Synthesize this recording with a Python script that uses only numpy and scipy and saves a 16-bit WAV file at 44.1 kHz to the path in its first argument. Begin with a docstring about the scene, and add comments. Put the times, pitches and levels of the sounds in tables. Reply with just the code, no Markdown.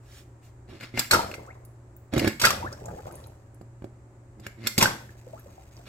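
"""Three metal toy cars splash into a tub of water, pushed off a plastic table one after another.
Each car scrapes, judders and knocks over the hollow rim, slaps the water and drags air under.
Drops patter back, bubbles ring and pop, and the water rocks against the walls.
A sleeve brushes softly as the hand reaches out. It all sounds close, in a small room with a low hum."""
import sys
import numpy as np
from scipy import signal
from scipy.fft import rfft, irfft, next_fast_len
from scipy.io import wavfile
from scipy.ndimage import map_coordinates

SR = 44100
rng = np.random.default_rng(int(sys.argv[2]) if len(sys.argv) > 2 else 0)


def wav_record(signal):
    """Record a signal, one row per channel, as 16-bit PCM in the file named by sys.argv[1]."""
    frames = np.transpose(np.atleast_2d(signal))
    bounded = np.clip(frames, -1, 1)
    # unit amplitude maps onto the largest positive 16-bit level
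    quanta = np.round(bounded * 32767).astype(np.int16)
    wavfile.write(sys.argv[1], SR, quanta)


N = 259308

# Levels are relative; the functions set the final mix. A fade time (t60) is the time to drop by 60 dB.
# Tone colours, from bass to treble: pitch_hz, level_db
AIR_COLOUR = [(25, -22.5), (60, -8.5), (100, -9.5), (170, -25), (370, -18.5), (470, -29), (620, -26.5),
              (1100, -32), (2000, -39.5), (3300, -52.5), (5800, -51), (7600, -42.5), (10000, -57.5),
              (15000, -62.5)]
FIZZ_COLOUR = [(800, -13), (1800, 5), (3500, -1.5), (6000, -0.5), (7600, 1), (10000, -9.5), (14000, -6),
               (16000, -9)]
SLOSH_COLOUR = [(30, -12.5), (85, 8.5), (160, 0.5), (300, -9), (700, -47)]
LAP_COLOUR = [(150, -18), (350, -5), (700, -0.5), (1100, -8), (2000, -6.5), (4000, -27)]
RASP_COLOUR = [(300, -17), (700, -7), (1500, 0.5), (2150, 3), (2900, -5.5), (4400, -4.5), (6500, -12),
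               (10000, -22), (16000, -24.5)]
CRACK_COLOUR = [(300, -28), (800, -12), (3000, -4), (4600, 4.5), (6500, -2), (7500, 7.5), (9000, -8.5),
                (13000, -0.5), (16000, -13.5)]
GURGLE_COLOUR = [(40, -11.5), (110, 6), (330, -12.5), (550, -5), (900, 2), (1400, -3), (2200, -11.5),
                 (3200, -16.5), (8000, -39.5)]
SPRAY_COLOUR = [(100, -15), (400, -3), (1500, 3.5), (3000, 0), (4400, 0.5), (5600, 3), (6500, -4.5),
                (7600, -0.5), (9000, -8), (13000, -6.5), (16000, -19.5)]
# The notes at which the tub, a car's shell and its underside ring: pitch_hz, width_hz, level_db
TUB_NOTES = [(113.6, 28, -1.5), (160, 41, -6), (215, 31, -0.5), (269.2, 21, -4.5), (323.6, 67, -1),
             (533.4, 63, -5.5), (680, 44, -13)]
SHELL_NOTES = [(1120, 94, -16), (1650, 250, 2), (2120, 130, 4.5), (2340, 400, -17), (4160, 470, -13)]
UNDERSIDE_NOTES = [(2100, 160, 0)]

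# How long the room echoes: pitch_hz, fade_s
ROOM_FADES = [(100, 0.99), (300, 0.18), (700, 0.16), (2000, 0.46), (5000, .38), (13000, 0.41)]
# How alike left and right are for sound from all around: pitch_hz, likeness (0 to 1)
LIKENESS = [(130, .97), (350, .94), (600, .6), (1200, .1), (4000, 0)]
# How far the left side runs ahead of the right: pitch_hz, lead_radians
WATER_LEAD = [(200, 0.5), (330, -1.35), (450, -1), (700, 3), (1400, 1.21), (3500, 2.5), (8000, 1)]
RIM_LEAD = [(200, -0.65), (700, -1.6), (1500, 0.083), (3500, 1), (8000, 0.93)]
# How much louder the left side is: pitch_hz, left_minus_right_db
WATER_PAN = [(200, 0), (700, 0), (1400, 4.5), (3500, -1.5), (10000, -1)]
RIM_PAN = [(200, -9), (700, -4.5), (1500, 3), (3500, -3), (10000, -2)]

# A machine's hum: pitch_hz, level_db
HUM_TONES = [(118.4, -52), (554.5, -71.5)]
# A sleeve brushes along: peak_s, rise_s, fall_s, level_db
SLEEVE_BRUSHES = [(.18, 0.1, 0.041, -54.5), (.45, 0.026, 0.045, -62.5)]
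# The water rocks after each car: start_s, length_s, slosh_db, lap_db, fizz_db
WAVES = [(1.215, 0.11, -56.5, -37.5, -60.5), (2.53, 0.63, -44.5, -37.5, -62.5),
         (4.953, 0.98, -56, -54.5, -66)]
# A wave runs up a wall: start_s, level_db
WALL_LAPS = [(1.38, -40.5), (2.53, -38), (2.63, -37), (2.715, -46), (3.052, -35.5), (5.268, -51.5),
             (5.333, -49), (5.465, -49), (5.77, -49.5)]
# Trapped air rings: start_s, pitch_hz, level_db
RINGING_BUBBLES = [(1.111, 4250, -1), (1.133, 1379, -8), (1.138, 967, -14), (1.147, 1303, -5.5),
                   (1.152, 328, -22), (1.192, 902, -14), (1.262, 680, -28), (2.44, 1375, -8),
                   (2.4509, 1623, -9), (2.468, 1303, -10.5), (2.5048, 1140, -16), (2.627, 922, -26),
                   (2.729, 5480, -30), (2.819, 407, -33), (4.827, 1710, -18), (4.856, 1516, -7.5),
                   (5.092, 1690, -37), (5.269, 498, -35), (5.334, 630, -29.5), (5.461, 557, -38.5),
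                   (5.580, 722, -37)]
# A bubble nears the surface: start_s, start_hz, end_hz, length_s, level_db
RISING_BUBBLES = [(1.469, 889, 2895, .058, -45), (2.584, 1705, 2770, .027, -42),
                  (2.633, 716, 1973, .053, -31), (2.709, 1080, 1660, .033, -43),
                  (2.957, 565.5, 944, 0.043, -37), (3.099, 975, 1800, 0.02, -39.5),
                  (5.339, 695, 1820, 0.064, -45)]
# A small bubble bursts: start_s, level_db, pitch_hz
POPS = [(1.4646, -44, 7000), (1.6506, -33, 11000), (1.9649, -37, 14700), (2.7271, -31, 5450),
        (2.8574, -29.5, 7160), (3.123, -36.5, 10600), (3.154, -31, 9700), (3.24, -37.5, 3870),
        (3.2694, -39, 10930), (3.545, -45.5, 9670), (5.395, -35.5, 13100), (5.7672, -41, 4960)]
# A car slides over the edge: start_s, length_s, end_thrum_db, end_rasp_db, swell_db
SLIDES = [(0.695, 0.072, -43.5, -54, -0.5), (0.813, 0.027, -43.5, -42, 3.5),
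          (0.952, 0.046, -29.5, -28.5, 20.5), (2.141, 0.14, -20.5, -34, 4),
          (4.392, 0.057, -44.5, -49.5, 31.5), (4.586, 0.08, -52, -36, 30), (5.87, .02, -43, -48, 2)]
# A car sticks and slips on the rim: start_s, length_s, slips_per_s, start_db, end_db, underside_vs_tub_db
JUDDERS = [(0.94, 0.063, 120, -31, -26, -9), (2.137, .012, 277, -14.5, -22.5, -34),
           (2.165, 0.026, 110, -18, -20, -21), (2.211, 0.08, 109, -26, -27.5, -20),
           (4.373, 0.0382, 105, -44.5, -42.5, -26), (4.577, 0.09, 112, -44.5, -30, -15.5)]
# A car hits the rim, another car or the tub's floor: start_s, thud_db, shell_db, crack_db
KNOCKS = [(0.809, -49, -38.5, -58), (.830, -42, -38.5, -58), (.975, -29.5, -24.5, -43),
          (.992, -33, -44, -15.5), (1.314, -39.5, -37.5, -63), (1.34, -51, -31.5, -70),
          (2.136, -28, -31, -36.5), (2.163, -29, -30, -48), (2.178, -20, -33, -25.5),
          (2.194, -29.5, -24, -28.5), (2.245, -19, -26.5, -50), (2.258, -31, -30, -51),
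          (2.275, -22, -20.5, -23.5), (3.612, -37.5, -64.5, -58.5), (3.821, -38, -55.5, -66.5),
          (3.842, -32, -54, -55.5), (4.397, -45.5, -61, -51), (4.465, -35.5, -31.5, -39),
          (4.67, -34.5, -23, -15.5), (4.7792, -18.5, -51, -17), (4.785, -19, -50, -19.5)]
# A side of a car slaps the water: start_s, level_db, fade_s
SLAPS = [(1.1103, -11, 0.043), (1.123, -22.5, 0.057), (1.134, -20, 0.085), (1.340, -43.5, 0.0824),
         (2.397, -24, 0.051), (2.415, -16.5, 0.057), (2.4508, -7, 0.023), (2.458, -16, 0.036),
         (2.5045, -13, 0.017), (4.7788, -13, 0.028), (4.81, -19, 0.093), (4.8255, -11, 0.031),
         (4.857, -29, .02)]
# Water closes behind a car: peak_s, rise_s, spray_db, spray_fade_s, gurgle_db, gurgle_fade_s, heave_db
PLUNGES = [(1.143, 0.022, -27, 0.3, -19, 0.24, -29), (2.453, 0.025, -21, 0.25, -24, 0.34, -33.5),
           (4.833, 0.032, -21.5, 0.2, -23.5, 0.36, -32)]


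def amp(db):
    """Turn decibels into a number to multiply by."""
    return 10 ** (np.asarray(db) / 20)


def unit(x, first=None):
    """Scale x to an average strength (rms) of 1, over all of it or its first samples."""
    return x / np.sqrt(np.mean(x[:first] ** 2) + 1e-20)


def fade(t, t60):
    """Die away by 60 dB every t60 seconds."""
    return np.exp(-np.log(1000) * np.maximum(t, 0) / t60)


def stroke(start, length, attack, t60, db_per_s=0):
    """A loudness shape: rise to 1 at start, change by db_per_s for length seconds, then fade."""
    t = np.arange(N) / SR - start
    rise = np.exp(-(np.minimum(t, 0) / attack) ** 2)
    return rise * amp(db_per_s * np.clip(t, 0, length)) * fade(t - length, t60)


def drift(per_s, size=N):
    """A smooth curve through per_s random values a second."""
    values = rng.standard_normal(int(size * per_s / SR) + 4)
    return map_coordinates(values, [np.arange(size) * per_s / SR])


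def along(table, hz):
    """Read a table's value at any pitch, blending between its rows."""
    pitches, values = np.transpose(table)
    return np.interp(np.log(hz + 1), np.log(pitches + 1), values)


def add(track, start, sound):
    """Mix a sound into the track at start seconds."""
    part = track[..., round(start * SR):][..., :sound.shape[-1]]
    part += sound[..., :part.shape[-1]]


def filtered(x, response):
    """Scale and shift each pitch in x by response(hz)."""
    n = x.shape[-1]
    padded = next_fast_len(n + SR // 4)
    return irfft(rfft(x, padded) * response(np.fft.rfftfreq(padded, 1 / SR)), padded)[..., :n]


def coloured(x, colour):
    """Give x a tone colour, at strength 1."""
    return unit(filtered(x, lambda hz: amp(along(colour, hz))))


def resonate(x, notes):
    """Let x ring an object at its own notes."""
    return filtered(x, lambda hz: sum(amp(db) * 1j * hz * width / (note ** 2 - hz ** 2 + 1j * hz * width)
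                                      for note, width, db in notes))


def tub(x, soft_hz):
    """The hollow tub rings; its soft wall dulls every push above soft_hz."""
    return filtered(resonate(x, TUB_NOTES), lambda hz: 1 / (1 + 1.3j * hz / soft_hz - (hz / soft_hz) ** 2))


def grit(per_s, spread_db):
    """Tiny random clicks of uneven size."""
    clicks = (rng.random(N) < per_s / SR) * rng.choice([-1, 1], N)
    return clicks * amp(spread_db * rng.standard_normal(N).clip(-2, 2))


def froth(count, centre_hz, octaves, cycles, spread_db):
    """A steady cloud of bubbles, each a short fading tone that rises a little."""
    chance = rng.standard_normal((count, 2)).clip(-2, 2)
    hz = np.minimum(centre_hz * 2 ** (octaves * chance[:, :1]), SR / 3)
    turns = hz * np.arange(SR // 40) / SR
    bend = 1 + .1 * np.minimum(turns / cycles, 1)
    tones = amp(spread_db * chance[:, 1:]) * fade(turns, cycles) * np.sin(2 * np.pi * turns * bend)
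    positions = rng.integers(0, N, (count, 1)) + np.arange(SR // 40)
    return np.bincount(positions.ravel(), tones.ravel())[:N]


def surrounding_noise(n):
    """Noise from all around: long, low waves reach left and right alike."""
    angle = lambda hz: np.arccos(np.clip(along(LIKENESS, hz), 0, 1)) / 2
    shares = lambda hz: np.array([np.cos(angle(hz)), np.sin(angle(hz))])
    middle, side = filtered(rng.standard_normal((2, n)), shares)
    return np.array([middle + side, middle - side])


def echoes(x, fades, low_hz):
    """A wash of echoes, each pitch fading at its own speed, with little bass below low_hz."""
    hz, t, noise = signal.stft(surrounding_noise(SR // 2), SR, nperseg=256)
    t60 = along(fades, hz)[:, None]
    tail = signal.istft(noise * fade(t, t60) / np.sqrt(t60), SR, nperseg=256)[1]
    tail /= np.linalg.norm(tail, axis=1, keepdims=True)
    tail = filtered(tail, lambda f: (1j * f / (low_hz + 1j * f)) ** 2)
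    return signal.fftconvolve(x[None], tail, axes=1)[:, :N]


def placed(x, lead, pan, near_db, near_t60, room_db):
    """Sound arrives directly, bounces off nearby surfaces, then returns from the room."""
    sides = np.array([[.5], [-.5]])
    apart = lambda hz: sides * hz ** 2 / (hz ** 2 + 300 ** 2)  # lead and pan shrink in the bass
    direct = filtered(x, lambda hz: np.exp(1j * apart(hz) * along(lead, hz)) / np.hypot(1, hz / 6000))
    spot = 1.4 * drift(40)  # the sounding spot wanders, so its echo paths keep changing
    paths = [x * np.cos(spot), x * np.sin(spot)]
    near = amp(near_db) * sum(echoes(p, [(1000, near_t60)], low_hz=1670) for p in paths)
    room = amp(room_db) * sum(echoes(np.pad(p, (SR // 150, 0)), ROOM_FADES, low_hz=100) for p in paths)
    return filtered(direct + near + room, lambda hz: amp(apart(hz) * along(pan, hz)))


def room_tone():
    """A machine hums, wavering a little, over the room's soft rush."""
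    t = np.arange(N) / SR
    hum = np.zeros(N)
    for hz, db in HUM_TONES:
        loudness = amp(db + 1.2 * drift(7)) * np.sqrt(2)
        hum += loudness * np.sin(2 * np.pi * hz * t + 0.37 * drift(6))
    return amp(-53) * coloured(surrounding_noise(N), AIR_COLOUR) + hum


def sleeve():
    """Cloth gives a soft hiss that swells and fades with each reach."""
    t = np.arange(N) / SR
    reach = sum(amp(db) * np.exp(-((t - peak) / np.where(t < peak, rise, fall)) ** 2)
                for peak, rise, fall, db in SLEEVE_BRUSHES)
    return reach * coloured(rng.standard_normal(N), FIZZ_COLOUR)


def waves():
    """Rocking water sloshes and laps, settling after each car, while the foam fizzes."""
    attack_s = 0.0067
    lap = sum(amp(db) * stroke(start + attack_s, length=0.01, attack=attack_s, t60=.2)
              for start, db in WALL_LAPS)
    slosh, fizz = amp(-5) * lap, amp(-23) * lap
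    rocking = amp(3 * drift(per_s=14))  # the water rocks unevenly
    for start, length, slosh_db, lap_db, fizz_db in WAVES:
        settle = lambda db_per_s: stroke(start, length, attack=0.055, t60=1, db_per_s=db_per_s)
        slosh = np.hypot(slosh, amp(slosh_db) * rocking * settle(-8))
        lap = np.hypot(lap, amp(lap_db) * rocking * settle(-14.5))
        fizz = np.hypot(fizz, amp(fizz_db) * settle(0))
    low = slosh * coloured(rng.standard_normal(N), SLOSH_COLOUR)
    burble = froth(count=1200, centre_hz=750, octaves=.6, cycles=12, spread_db=1)
    middle = amp(-5) * lap * coloured(burble, LAP_COLOUR)
    high = fizz * coloured(grit(per_s=450, spread_db=3.5), FIZZ_COLOUR)
    return low + middle + high


def bubbles():
    """Single bubbles of trapped air ring, chirp upward near the surface and burst."""
    t = np.arange(SR // 6) / SR
    tone = lambda pitch: np.sin(2 * np.pi * np.cumsum(pitch) / SR)
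    out = np.zeros(N)
    for start, hz, db in RINGING_BUBBLES:
        t60 = 0.039 * (hz / 1000) ** -0.67  # smaller, higher bubbles die sooner
        pitch = hz * (1 + 0.13 * np.minimum(t / t60, 1))
        add(out, start, amp(db) * fade(t, t60) * (1 - fade(t, 0.0049)) * tone(pitch))
    for start, start_hz, end_hz, length, db in RISING_BUBBLES:
        progress = np.minimum(t / length, 1)
        pitch = start_hz * (end_hz / start_hz) ** (progress ** 0.87)
        ripple_db = 3.5 * drift(222, size=len(t))  # the surface above it trembles
        shape = (1 - progress ** 4) * (1 - fade(t, 0.035))
        add(out, start, amp(db - 4.5 + ripple_db) * shape * tone(pitch))
    for start, db, hz in POPS:
        tear = rng.standard_normal(len(t)) * fade(t, 0.007)  # the skin tears over a tiny hollow
        snap = resonate(tear, [(hz, hz / 7, 0)])
        add(out, start, amp(db - 1) * snap / np.abs(snap).max())
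    return out


def slides():
    """Tiny slips of the underside rasp in the car and thrum in the tub, harder as the car tips."""
    thrum, rasp = np.zeros((2, N))
    for start, length, thrum_db, rasp_db, swell_db in SLIDES:
        slope = swell_db / length
        push = lambda t60: amp(-swell_db) * stroke(start, length, attack=0.013, t60=t60, db_per_s=slope)
        wheels = amp(-16.5) * push(t60=0.35)  # the loose wheels chatter on
        thrum += amp(thrum_db) * push(t60=0.063)
        rasp += amp(rasp_db) * (push(t60=0.17) + wheels)
    low = unit(tub(grit(per_s=900, spread_db=7), soft_hz=584))
    high = coloured(grit(per_s=2300, spread_db=4.5), RASP_COLOUR)
    return amp(-5.5) * thrum * low + amp(-3) * rasp * high


def judders():
    """A car sticks and slips almost evenly, so the tub groans and the car's underside chirps."""
    t = np.arange(SR // 4) / SR
    out = np.zeros(N)
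    for start, length, per_s, start_db, end_db, underside_db in JUDDERS:
        beats = np.arange(0, length, 1 / per_s)
        timing, strength = rng.standard_normal((len(beats), 2)).T
        slips = np.zeros(len(t))
        slips[np.abs((beats + .04 * timing / per_s) * SR).astype(int)] = amp(1.5 * strength)
        slipping = round(length * SR)
        groan = unit(tub(slips, soft_hz=310), first=slipping)
        chirp = unit(resonate(resonate(slips, UNDERSIDE_NOTES), UNDERSIDE_NOTES), first=slipping)
        loudness = amp(np.interp(t, [0, length], [start_db, end_db]) - 7)
        add(out, start, loudness * (groan + amp(underside_db) * chirp))
    return out


def knocks():
    """Each hit thumps the hollow tub, rings the car's shell and makes its loose wheels clack."""
    t = np.arange(SR // 6) / SR
    out, cracks = np.zeros((2, N))
    for start, thud_db, shell_db, crack_db in KNOCKS:
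        push = fade(t, 0.012) * (1 - fade(t, 0.0048)) * (0.22 + rng.standard_normal(len(t)))
        rattle = fade(t, 0.03) * rng.standard_normal(len(t))
        add(out, start, amp(thud_db - 2.5) * unit(tub(push, soft_hz=817), first=SR // 100))
        add(out, start, amp(shell_db - 5.5) * unit(resonate(rattle, SHELL_NOTES), first=SR // 100))
        add(cracks, start, amp(crack_db + 1) * fade(t, 0.034) * (1 - fade(t, 0.0071)))
    return out + cracks * coloured(grit(per_s=7600, spread_db=-0.5), CRACK_COLOUR)


def droplets():
    """Flung drops patter back on the water as bright pings."""
    pings = froth(count=3000, centre_hz=3800, octaves=.7, cycles=14, spread_db=5)
    return coloured(pings, SPRAY_COLOUR)


def splashes():
    """A car slaps the water, the hole behind it collapses into spray and bubbles, and the tub heaves."""
    t = np.arange(N) / SR
    brief = t[:SR // 4]
    slap, spray, gurgle, heave = np.zeros((4, N))
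    for start, db, t60 in SLAPS:
        add(slap, start, amp(db) * fade(brief, t60) * np.minimum(brief / .0007, 1))
    for peak, rise, spray_db, spray_t60, gurgle_db, gurgle_t60, heave_db in PLUNGES:
        swell = np.exp(-(np.minimum(t - peak, 0) / rise) ** 2)
        spray += amp(spray_db) * swell * fade(t - peak, spray_t60)
        gurgle += amp(gurgle_db) * swell * fade(t - peak, gurgle_t60)
        heave += amp(heave_db) * swell * fade(t - peak, 0.49)
    smack = slap * coloured(rng.standard_normal(N), SPRAY_COLOUR)
    mist = coloured(grit(per_s=2200, spread_db=4), SPRAY_COLOUR)
    drops = spray * unit(mist + droplets())
    trapped_air = froth(count=5000, centre_hz=980, octaves=.9, cycles=10, spread_db=2.5)
    cloud = gurgle * coloured(trapped_air, GURGLE_COLOUR)
    walls = heave * unit(tub(rng.standard_normal(N), soft_hz=800))
    return amp(-1) * (smack + drops + cloud + walls)


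def scene():
    """The rim lies a little to the right, the water to the left between the tub's walls."""
    cars = knocks() + judders() + slides() + sleeve()
    at_rim = placed(cars, RIM_LEAD, RIM_PAN, near_db=1, near_t60=0.024, room_db=-8.5)
    water = splashes() + waves() + bubbles()
    in_tub = placed(water, WATER_LEAD, WATER_PAN, near_db=2, near_t60=0.036, room_db=-8.5)
    return at_rim + in_tub + room_tone()


def record(dry):
    """Round off the loudest peaks and cut the very highest treble."""
    ceiling, top_hz = .85, 15900
    rounded = dry / (1 + np.abs(dry / ceiling) ** 8) ** (1 / 8)
    return filtered(rounded, lambda hz: 1 / np.sqrt(1 + (hz / top_hz) ** 120))


dry = scene()
out = record(dry)
wav_record(out)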